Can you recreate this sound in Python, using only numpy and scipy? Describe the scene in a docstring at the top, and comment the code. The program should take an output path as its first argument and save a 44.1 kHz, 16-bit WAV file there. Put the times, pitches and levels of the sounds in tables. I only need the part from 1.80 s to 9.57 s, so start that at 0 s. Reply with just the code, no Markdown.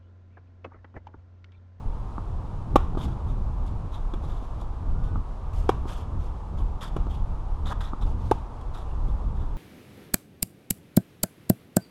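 """Racket strokes of a tennis rally on an outdoor clay court, heard from behind the near player.
Each stroke is a thump, a short ring of strings and ball and a noisy crack, doubled by a ground echo
and answered by a thin tail from the surroundings. The ball thuds and rings as it bounces, shoes land
with a thud and slap, random grains make the crunch of sliding soles and one faint hiss, stones click.
Filtered noise makes the wind rumble and the distant traffic hum; a faint tone whistles once, far away."""
import sys
import numpy as np
from scipy import signal
from scipy.fft import rfft, irfft, next_fast_len
from scipy.io import wavfile
from scipy.ndimage import map_coordinates

SR = 44100
rng = np.random.default_rng(int(sys.argv[2]) if len(sys.argv) > 2 else 0)


def master(y):
    """Save y as 16-bit WAV."""
    cut = np.clip(np.atleast_2d(y).T, -1, 1)
    pcm = np.round(cut * 32767)  # scale
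    wavfile.write(sys.argv[1], SR, pcm.astype(np.int16))


N = 342657
T = np.arange(N) / SR  # time in seconds
BLOW = T[:SR // 8] - 0.005  # time within one blow, from just before the contact at 0

# Tone colour of felt slapping strings. Each row: frequency in Hz, relative level in dB per Hz.
CRACK_COLOUR = [(600, 9.5), (1450, 11), (2000, -2.5), (2700, 2), (3800, 1.5), (4400, -9.5), (5200, -6.5),
                (7500, -10), (10000, -11.5), (12000, -15.5), (15000, -14)]
# Dull colour of a shoe or ball slapping the clay. Each row: frequency in Hz, relative level in dB per Hz.
SLAP_COLOUR = [(100, -40), (350, 7.5), (1200, 8), (1800, -34), (4000, -27), (12000, -51)]
# Bright colour of grit and small stones. Each row: frequency in Hz, relative level in dB per Hz.
GRIT_COLOUR = [(1200, -32), (2000, -4), (2450, -2.5), (3100, -3), (3900, -8.5), (4350, -5.5), (5000, -7),
               (7000, -9), (8500, -12.5), (10500, -14), (12800, -17.5), (14500, -33)]


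def amp(db):
    """Turn decibels into a gain."""
    return 10 ** (np.asarray(db) / 20)


def unit(x):
    """Scale to an rms (average strength) of 1."""
    return x / np.sqrt(np.mean(x ** 2) + 1e-20)


def along(points, hz):
    """Read a curve of (Hz, value) points, with frequency on a log axis."""
    f, v = np.transpose(points)
    return np.interp(np.log(hz + 1), np.log(f + 1), v)


def filtered(x, response):
    """Multiply each frequency of x by the gain that response gives for it."""
    size = next_fast_len(len(x) + 8192)
    spectrum = rfft(x, size) * response(np.fft.rfftfreq(size, 1 / SR))
    return irfft(spectrum, size)[:len(x)]


def coloured(x, colour):
    """Give x a tone colour, at rms 1."""
    return unit(filtered(x, lambda hz: amp(along(colour, hz))))


def noise(colour, size):
    """Make fresh coloured noise of rms 1."""
    return coloured(rng.standard_normal(size), colour)


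def wobble(rate):
    """Draw a smooth random curve through `rate` random points a second."""
    points = rng.standard_normal(int(N * rate / SR) + 4)
    return map_coordinates(points, [T * rate])


def add(track, s, sound):
    """Mix a blow into the track, its contact at time s."""
    part = track[round((s + BLOW[0]) * SR):][:len(sound)]
    part += sound[:len(part)]


def push(hz, centre):
    """Pressure of one brief contact: a small rise, a deep dip, a small rise."""
    u = np.pi * hz * (BLOW - centre)
    return (2 * u * u - 1) * np.exp(-u * u)


def ring(hz, t60, start, attack):
    """One fading tone that builds up during the contact; t60 is the time to fall by 60 dB."""
    t = np.maximum(BLOW - start, 0)
    swell = amp(-60 * t / t60) * (1 - np.exp(-t / attack)) ** 2
    return np.sin(2 * np.pi * hz * t) * swell / swell.max()


def burst(colour, t60, attack):
    """A dying puff of coloured noise."""
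    t = np.maximum(BLOW, 0)
    swell = amp(-60 * t / t60) * (1 - np.exp(-t / attack))
    return noise(colour, size=len(BLOW)) * swell


def wind():
    """Slow eddies rumble on the microphone; smaller ones buffet it higher up."""
    # Colours of the rumble and the buffeting. Each row: frequency in Hz, relative level in dB per Hz.
    rumble_colour = [(8, -10.5), (22, 2), (45, 0), (65, -9), (90, -18.5), (150, -58), (400, -92)]
    buffet_colour = [(35, -8), (70, 3), (100, -2.5), (130, -6.5), (180, -12.5), (280, -21), (500, -29.5),
                     (1500, -95)]
    # Level of the low rumble and buffeting; some rises coincide with racket thumps.
    # Each row: time in seconds, level in dB before the trim below.
    rumble_level = [(0.0, -47), (0.08, -24.5), (0.13, -32.5), (0.89, -31), (0.97, -23), (1.06, -35),
                    (1.17, -27.5), (1.43, -36), (1.51, -27), (3.01, -31.5), (3.14, -22.5), (3.2, -39),
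                    (3.24, -25), (3.51, -34), (3.7, -34.5), (3.74, -18.5), (3.79, -28), (4.35, -34),
                    (4.37, -25.5), (4.63, -35.5), (4.8, -23), (5.02, -33.5), (5.24, -22.5), (5.39, -30),
                    (5.43, -23), (5.65, -32), (5.71, -22), (6.19, -30), (6.25, -24.5), (6.71, -35.5),
                    (7.12, -28.5), (7.31, -20.5), (7.36, -28), (7.77, -29)]
    buffet_level = [(0.0, -38.5), (0.24, -36), (0.34, -43), (0.39, -36), (0.86, -36.5), (0.97, -26.5),
                    (1.06, -34), (1.13, -29.5), (2.44, -38), (2.46, -29.5), (2.64, -42.5), (2.81, -37),
                    (2.86, -42.5), (3.01, -34.5), (3.4, -31), (3.44, -44.5), (3.92, -31), (4.11, -40.5),
                    (4.37, -33.5), (4.61, -43), (4.74, -32.5), (5.04, -39.5), (5.13, -34), (5.82, -38.5),
                    (5.84, -32), (6.17, -40.5), (6.25, -28.5), (6.49, -36), (6.51, -31), (6.56, -41),
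                    (7.06, -41), (7.29, -30), (7.4, -38), (7.42, -37.5), (7.62, -32.5), (7.77, -38.5)]
    rumble_trim_db, buffet_trim_db = 0.13, 1.94
    eddy_db, eddies_per_s = 1.6, 16  # quick random swings of the buffeting

    rumble_db = rumble_trim_db + np.interp(T, *np.transpose(rumble_level))
    rumble = amp(rumble_db) * noise(rumble_colour, size=N)
    buffet_db = buffet_trim_db + np.interp(T, *np.transpose(buffet_level))
    buffet_db += eddy_db * wobble(eddies_per_s)
    buffet = amp(buffet_db) * noise(buffet_colour, size=N)
    return rumble + buffet


def traffic():
    """A far road hums almost evenly: low noise with small drifts in level."""
    # Colour of distant traffic and air. Each row: frequency in Hz, relative level in dB per Hz.
    traffic_colour = [(60, 4.5), (200, 0.5), (400, -1), (650, -1), (880, 2.5), (1200, -2), (1450, -12),
                      (1900, -21.5), (3600, -25), (4500, -29), (7000, -33), (10000, -38), (12500, -45.5),
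                      (14500, -96)]
    drift_db = 0.4 * wobble(2) + 0.4 * wobble(12)
    return amp(-45.0 + drift_db) * noise(traffic_colour, size=N)


def bounces():
    """The hollow ball thuds on the court and rings briefly, kicking up a little grit."""
    # The ball hitting the clay. Each row: time in seconds, level in dB, pitch of the hollow ball in Hz,
    # time in seconds for its ring to fall by 60 dB.
    bounce_table = [(0.3803, -25.5, 1150, 0.0082), (3.357, -30, 1200, 0.012), (6.1330, -25.5, 1180, 0.011)]
    thud_db = 1  # against the ball's ring
    track = np.zeros(N)
    for s, db, ball_hz, t60 in bounce_table:
        shell = ring(ball_hz, t60, start=0.0001, attack=0.0014)
        lower_ring = amp(-7.0) * ring(920, t60=0.017, start=0.00093, attack=0.00069)
        grit = amp(-11.5) * burst(SLAP_COLOUR, t60=0.028, attack=0.0003)
        thud = amp(thud_db) * push(217, centre=0.0026)
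        add(track, s, amp(db) * (shell + lower_ring + grit + thud))
    return track


def surrounds(x):
    """Fence, trees and buildings scatter a thin tail that swells at once; each frequency dies at its own speed."""
    # How long the tail lasts. Each row: frequency in Hz, time in seconds to fall by 60 dB.
    tail_t60 = [(150, 1), (1000, 0.45), (3500, 0.41), (12000, 0.43)]
    # Each row: frequency in Hz, relative level in dB.
    tail_colour = [(150, 4.5), (500, -8.5), (1000, 3.5), (2000, 9.0), (3500, 5.0), (7000, 4.0), (12000, -6)]
    # split noise into short frequency slices and let each one fade
    hz, t, slices = signal.stft(rng.standard_normal(SR), SR, nperseg=256)
    fade = amp(-60 * t / along(tail_t60, hz)[:, None])
    tail = signal.istft(slices * fade, SR, nperseg=256)[1]
    tail = filtered(tail, lambda f: amp(along(tail_colour, f)))
    tail *= 1 - np.exp(-(np.arange(len(tail)) / SR / 0.0013) ** 2)  # soft start
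    return signal.fftconvolve(x, tail / np.linalg.norm(tail))[:N]


def crack(frame_db):
    """Felt and strings slap together, then the frame rattles and rings on briefly."""
    # Ringing of the racket frame and high strings. Each row: pitch in Hz, level in dB before frame_db,
    # time in seconds to fall by 60 dB. Each pitch is shifted a little at random below.
    frame_modes = [(2363, -19.5, 0.064), (3265, -22.5, 0.076)]
    rattle_db, dull_above_hz = -25, 14000
    slap = burst(CRACK_COLOUR, t60=0.027, attack=0.00033)
    rattle = amp(rattle_db) * burst(CRACK_COLOUR, t60=0.097, attack=0.002)
    frame = np.zeros(len(BLOW))
    for hz, db, t60 in frame_modes:
        shifted_hz = hz * (1 + 0.024 * rng.standard_normal())
        frame += amp(db) * ring(shifted_hz, t60, start=0, attack=0.0012)
    dulled = filtered(slap + rattle, lambda hz: 1 / (1 + (hz / dull_above_hz) ** 6))
    return dulled + amp(frame_db) * frame


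def strokes():
    """The ball sinks into the strings and both ring on; the ground and the surroundings answer each blow."""
    # Racket strokes, near and far player in turn. Each row: time in seconds, thump in dB, thump in Hz,
    # ground echo lag in ms, wait before the strings ring in ms, strings in Hz, strings in dB,
    # strings' time to fall by 60 dB in seconds, ball in Hz, ball in dB, wait before the ball rings in ms,
    # overtone in Hz, overtone in dB, crack in dB, tail in dB, frame ring in dB against the crack,
    # ping of strings snapping over each other in Hz, ping in dB.
    stroke_table = [(0.9573, -1, 424, 3.51, 0.6, 750, -9.5, 0.016, 1123, -8.5, 1.68, 3050, -35, -20, -17, -8, 14000, -42),
                    (2.337, -25.5, 298, 3.15, 1.14, 840, -35, 0.017, 1100, -31, 1.22, 3430, -43, -43.5, -8.5, -4, 6000, -58),
                    (3.8914, -7, 390, 2.47, 0.68, 766, -16, 0.018, 1010, -12.5, 2.16, 2350, -30, -23.5, -16.5, -2, 11000, -52),
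                    (5.164, -18, 240, 2.06, 0.95, 700, -25.5, 0.011, 1130, -28, 1.2, 2930, -51, -38.5, -10, 1, 6500, -58),
                    (6.5123, -7, 380, 2.52, 3.1, 900, -10.5, 0.016, 1130, -19.5, 2.01, 1565, -26.5, -26, -18.5, -9, 9800, -38)]
    # the clay mirrors sound below this pitch and scatters the crack
    ground_gain, ground_hz, scatter_db = 0.69, 1900, -1
    wash_db = -15  # share of the crack that reaches the surroundings

    def ground(hz):
        return ground_gain / np.sqrt(1 + (hz / ground_hz) ** 6)

    track = np.zeros(N)
    # heard from all sides at once, the crack evens out into a plain click
    click = coloured(signal.unit_impulse(len(BLOW), np.argmax(BLOW > 0)), CRACK_COLOUR)
    for (s, thump_db, thump_hz, lag_ms, dwell_ms, strings_hz, strings_db, strings_t60,
         ball_hz, ball_db, release_ms, overtone_hz, overtone_db, crack_db, tail_db,
         frame_db, ping_hz, ping_db) in stroke_table:
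        thump = amp(thump_db) * push(thump_hz, centre=0.002)
        strings = amp(strings_db) * ring(strings_hz, strings_t60, start=dwell_ms / 1000, attack=0.0015)
        ball = amp(ball_db) * ring(ball_hz, t60=0.0093, start=release_ms / 1000, attack=0.0019)
        overtone = amp(overtone_db) * ring(overtone_hz, t60=0.014, start=0.00012, attack=0.0014)
        ping = amp(ping_db) * ring(ping_hz, t60=0.012, start=0, attack=0.0004)
        body = thump + strings + ball
        direct = body + overtone + ping + amp(crack_db) * crack(frame_db)
        echo = filtered(body, ground) + amp(crack_db + scatter_db) * crack(frame_db)
        tail = amp(tail_db) * surrounds(body + amp(crack_db + wash_db) * click)
        add(track, s, direct)
        add(track, s + lag_ms / 1000, echo)
        add(track, s, tail)
    return track


def steps():
    """A landing shoe gives a soft thud and a dull slap."""
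    # Shoes landing. Each row: time in seconds, thud in dB, slap in dB.
    step_table = [(1.149, -34, -28), (1.1717, -17.5, -25.5), (2.437, -32, -37), (2.624, -29.5, -47),
                  (2.8174, -49, -33.5), (4.0545, -29.5, -30.5), (4.802, -32, -40), (5.268, -26, -30),
                  (7.285, -29, -55)]
    thud_hz = 255
    track = np.zeros(N)
    for s, thud_db, slap_db in step_table:
        thud = amp(thud_db) * push(thud_hz, centre=0.0017)
        slap = amp(slap_db) * burst(SLAP_COLOUR, t60=0.038, attack=0.0013)
        add(track, s, thud + slap)
    return track


def grains(length_s):
    """Grains of clay snap at random, each ringing an instant at its own pitch; rms 1."""
    grains_per_s, decay_s, spread_db = 20000, 0.00046, 3  # spread: how unequal the grains are
    count = int(grains_per_s * length_s) + 1
    gap, pitch, size, phase = rng.random((count, 4)).T[:, :, None]
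    # random waits between snaps, added up into start samples
    onset = np.cumsum(-np.log(1 - gap), axis=0) * SR / grains_per_s
    t = T[:SR // 300]
    strength = amp(-spread_db * np.log(np.maximum(size, 0.02)))
    tone = np.sin(np.pi * SR * pitch * t + 2 * np.pi * phase)  # any pitch up to SR / 2
    snaps = strength * t * np.exp(-t / decay_s) * tone
    places = onset.astype(int) + np.arange(len(t))
    return unit(np.bincount(places.ravel(), snaps.ravel()))


def slides():
    """Grains crunch and rasp under a sliding sole; each slide has its own amount of deeper scrape."""
    # Soles sliding on grit, and one faint high hiss before the last stroke. Each row: start in seconds,
    # time to bite in seconds, length in seconds, grit in dB, rasp in dB, deeper scrape in dB,
    # rasp pitch ratio, scrape pitch ratio.
    slide_table = [(1.175, .004, 0.19, -58.5, -57.5, -40, 1, 0.92),
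                   (1.207, 0.035, 0.064, -50, -47.5, -45.5, 0.99, .85),
                   (1.465, 0.035, .085, -65.5, -65, -50, 1, 0.95),
                   (1.86, 0.015, 0.045, -60, -63, -68, 1, 1),
                   (2.118, 0.031, 0.084, -60, -54.5, -54, 1.02, 1.15),
                   (2.424, 0.015, 0.06, -63, -63, -59, 1.05, 1.1),
                   (2.472, 0.016, 0.25, -64.5, -64.5, -53, 1, 0.97),
                   (2.635, 0.02, .05, -67, -70, -62, 1.1, 1), (2.787, 0.028, 0.07, -65, -64, -68, 1.02, 1),
                   (3.23, 0.014, 0.1, -68, -68, -52, 1, 0.78), (3.73, 0.0065, 0.23, -60, -76, -63, 1, 0.84),
                   (4.063, 0.031, 0.2, -54, -56, -45, 0.94, 1), (4.393, .05, 0.12, -65, -68, -65, 1, 1),
                   (4.772, 0.02, 0.069, -61, -58, -58, 0.94, 1),
                   (5.006, 0.024, 0.097, -49, -47, -41.5, .97, 1.12),
                   (5.293, 0.012, 0.13, -60.5, -56.5, -51, 0.95, 0.83),
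                   (5.854, 0.017, 0.068, -52.5, -46.5, -42.5, 1.004, 1.14),
                   (5.885, 0.044, 0.049, -54, -54, -36.5, 0.96, 1.02),
                   (6.005, 0.0061, 0.11, -53.5, -50, -41.5, 1.01, 1.12),
                   (6.21, 0.0054, 0.047, -59, -52, -45, 1.01, 0.96),
                   (6.248, .02, 0.11, -61.5, -69, -45, 1.03, 0.8),
                   (6.382, 0.053, 0.31, -63.5, -71, -70, 1.1, 1),
                   (6.935, 0.023, 0.11, -59.5, -59, -51, 1.03, 1.1),
                   (7.052, 0.049, .12, -75, -68, -67, .82, 1), (7.273, .02, 0.071, -72, -71, -61, 1, 1),
                   (7.55, 0.026, 0.18, -69, -67, -52, 1, 1.03)]
    # Colours of the rasp and the scrape. Each row: frequency in Hz (before the pitch ratio),
    # relative level in dB per Hz.
    rasp_colour = [(2600, -30), (3000, -6), (3250, 1.5), (3650, 4), (3950, -5), (4200, -29), (4500, -42)]
    scrape_colour = [(150, -28), (400, 5), (1100, 14.5), (1700, 2), (2500, -28), (3500, -8.5), (8000, -46)]
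    ease_power = 1.93  # how steeply a slide dies away
    judder_db, judder_per_s = 2, 60  # depth and speed of the stick and slip
    track = np.zeros(N)
    for start, bite_s, length_s, grit_db, rasp_db, scrape_db, rasp_pitch, scrape_pitch in slide_table:
        layers = [(grit_db, GRIT_COLOUR, 1), (rasp_db, rasp_colour, rasp_pitch),
                  (scrape_db, scrape_colour, scrape_pitch)]

        def mixed_colour(hz):
            power = 0
            for db, colour, pitch in layers:
                power = power + (amp(db) * unit(amp(along(colour, hz / pitch)))) ** 2
            return np.sqrt(power)

        crunch = filtered(grains(length_s), mixed_colour)
        t = T[:len(crunch)]
        # the sound rises as the sole bites and eases off as it slows down
        bite = np.clip(t / bite_s, 0, 1)
        ease = np.clip((length_s - t) / max(length_s - bite_s, 0.002), 0, 1)
        add(track, start - BLOW[0], np.sqrt(bite * ease ** ease_power) * crunch)
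    return amp(judder_db * wobble(judder_per_s)) * track


def ticks():
    """A loose stone snaps from under the sole and rings for an instant."""
    # Stones clicking under a shoe. Each row: time in seconds, tick in dB, ring in dB.
    tick_table = [(1.864, -60, -64), (2.813, -52, -55), (6.812, -55, -53), (7.282, -57, -63)]
    stone_hz = 3350
    track = np.zeros(N)
    for s, tick_db, ring_db in tick_table:
        tick = amp(tick_db) * burst(GRIT_COLOUR, t60=0.025, attack=0.0004)
        stone = amp(ring_db) * ring(stone_hz, t60=0.021, start=0, attack=0.00032)
        add(track, s, tick + stone)
    return track


def whistle():
    """A thin, wavering tone far away, perhaps a bird, glides up, quickly at first, and fades."""
    at_s, length_s, attack_s = 3.12, 0.26, 0.026
    from_hz, to_hz, glide_s = 1270, 1495, 0.055
    level_db, fade_db_per_s = -55, 18
    t = np.clip(T - at_s, 0, length_s)
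    pitch_hz = to_hz + (from_hz - to_hz) * np.exp(-t / glide_s)
    wavering_hz = pitch_hz * (1 + 0.0078 * wobble(130))
    phase = 2 * np.pi * np.cumsum(wavering_hz) / SR
    swell = np.minimum(np.minimum(t, length_s - t) / attack_s, 1)
    return amp(level_db - fade_db_per_s * t) * swell * np.sin(phase)


def scene():
    """The rally in its surroundings, over wind and traffic."""
    court = bounces() + steps() + slides() + ticks()
    court_tail = amp(-16) * surrounds(court)
    return (wind() + traffic() + court + court_tail + strokes() + whistle())[None]


def record(dry):
    """Round off the loudest peaks smoothly, then cut away the treble above a band limit."""
    ceiling, hardness, top_hz = 0.97, 8, 15700  # ceiling: 1 is full scale
    rounded = dry / (1 + np.abs(dry / ceiling) ** hardness) ** (1 / hardness)
    band_limit = signal.ellip(12, 0.1, 100, top_hz, fs=SR, output="sos")
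    return signal.sosfilt(band_limit, rounded)


dry = scene()
out = record(dry)
master(out)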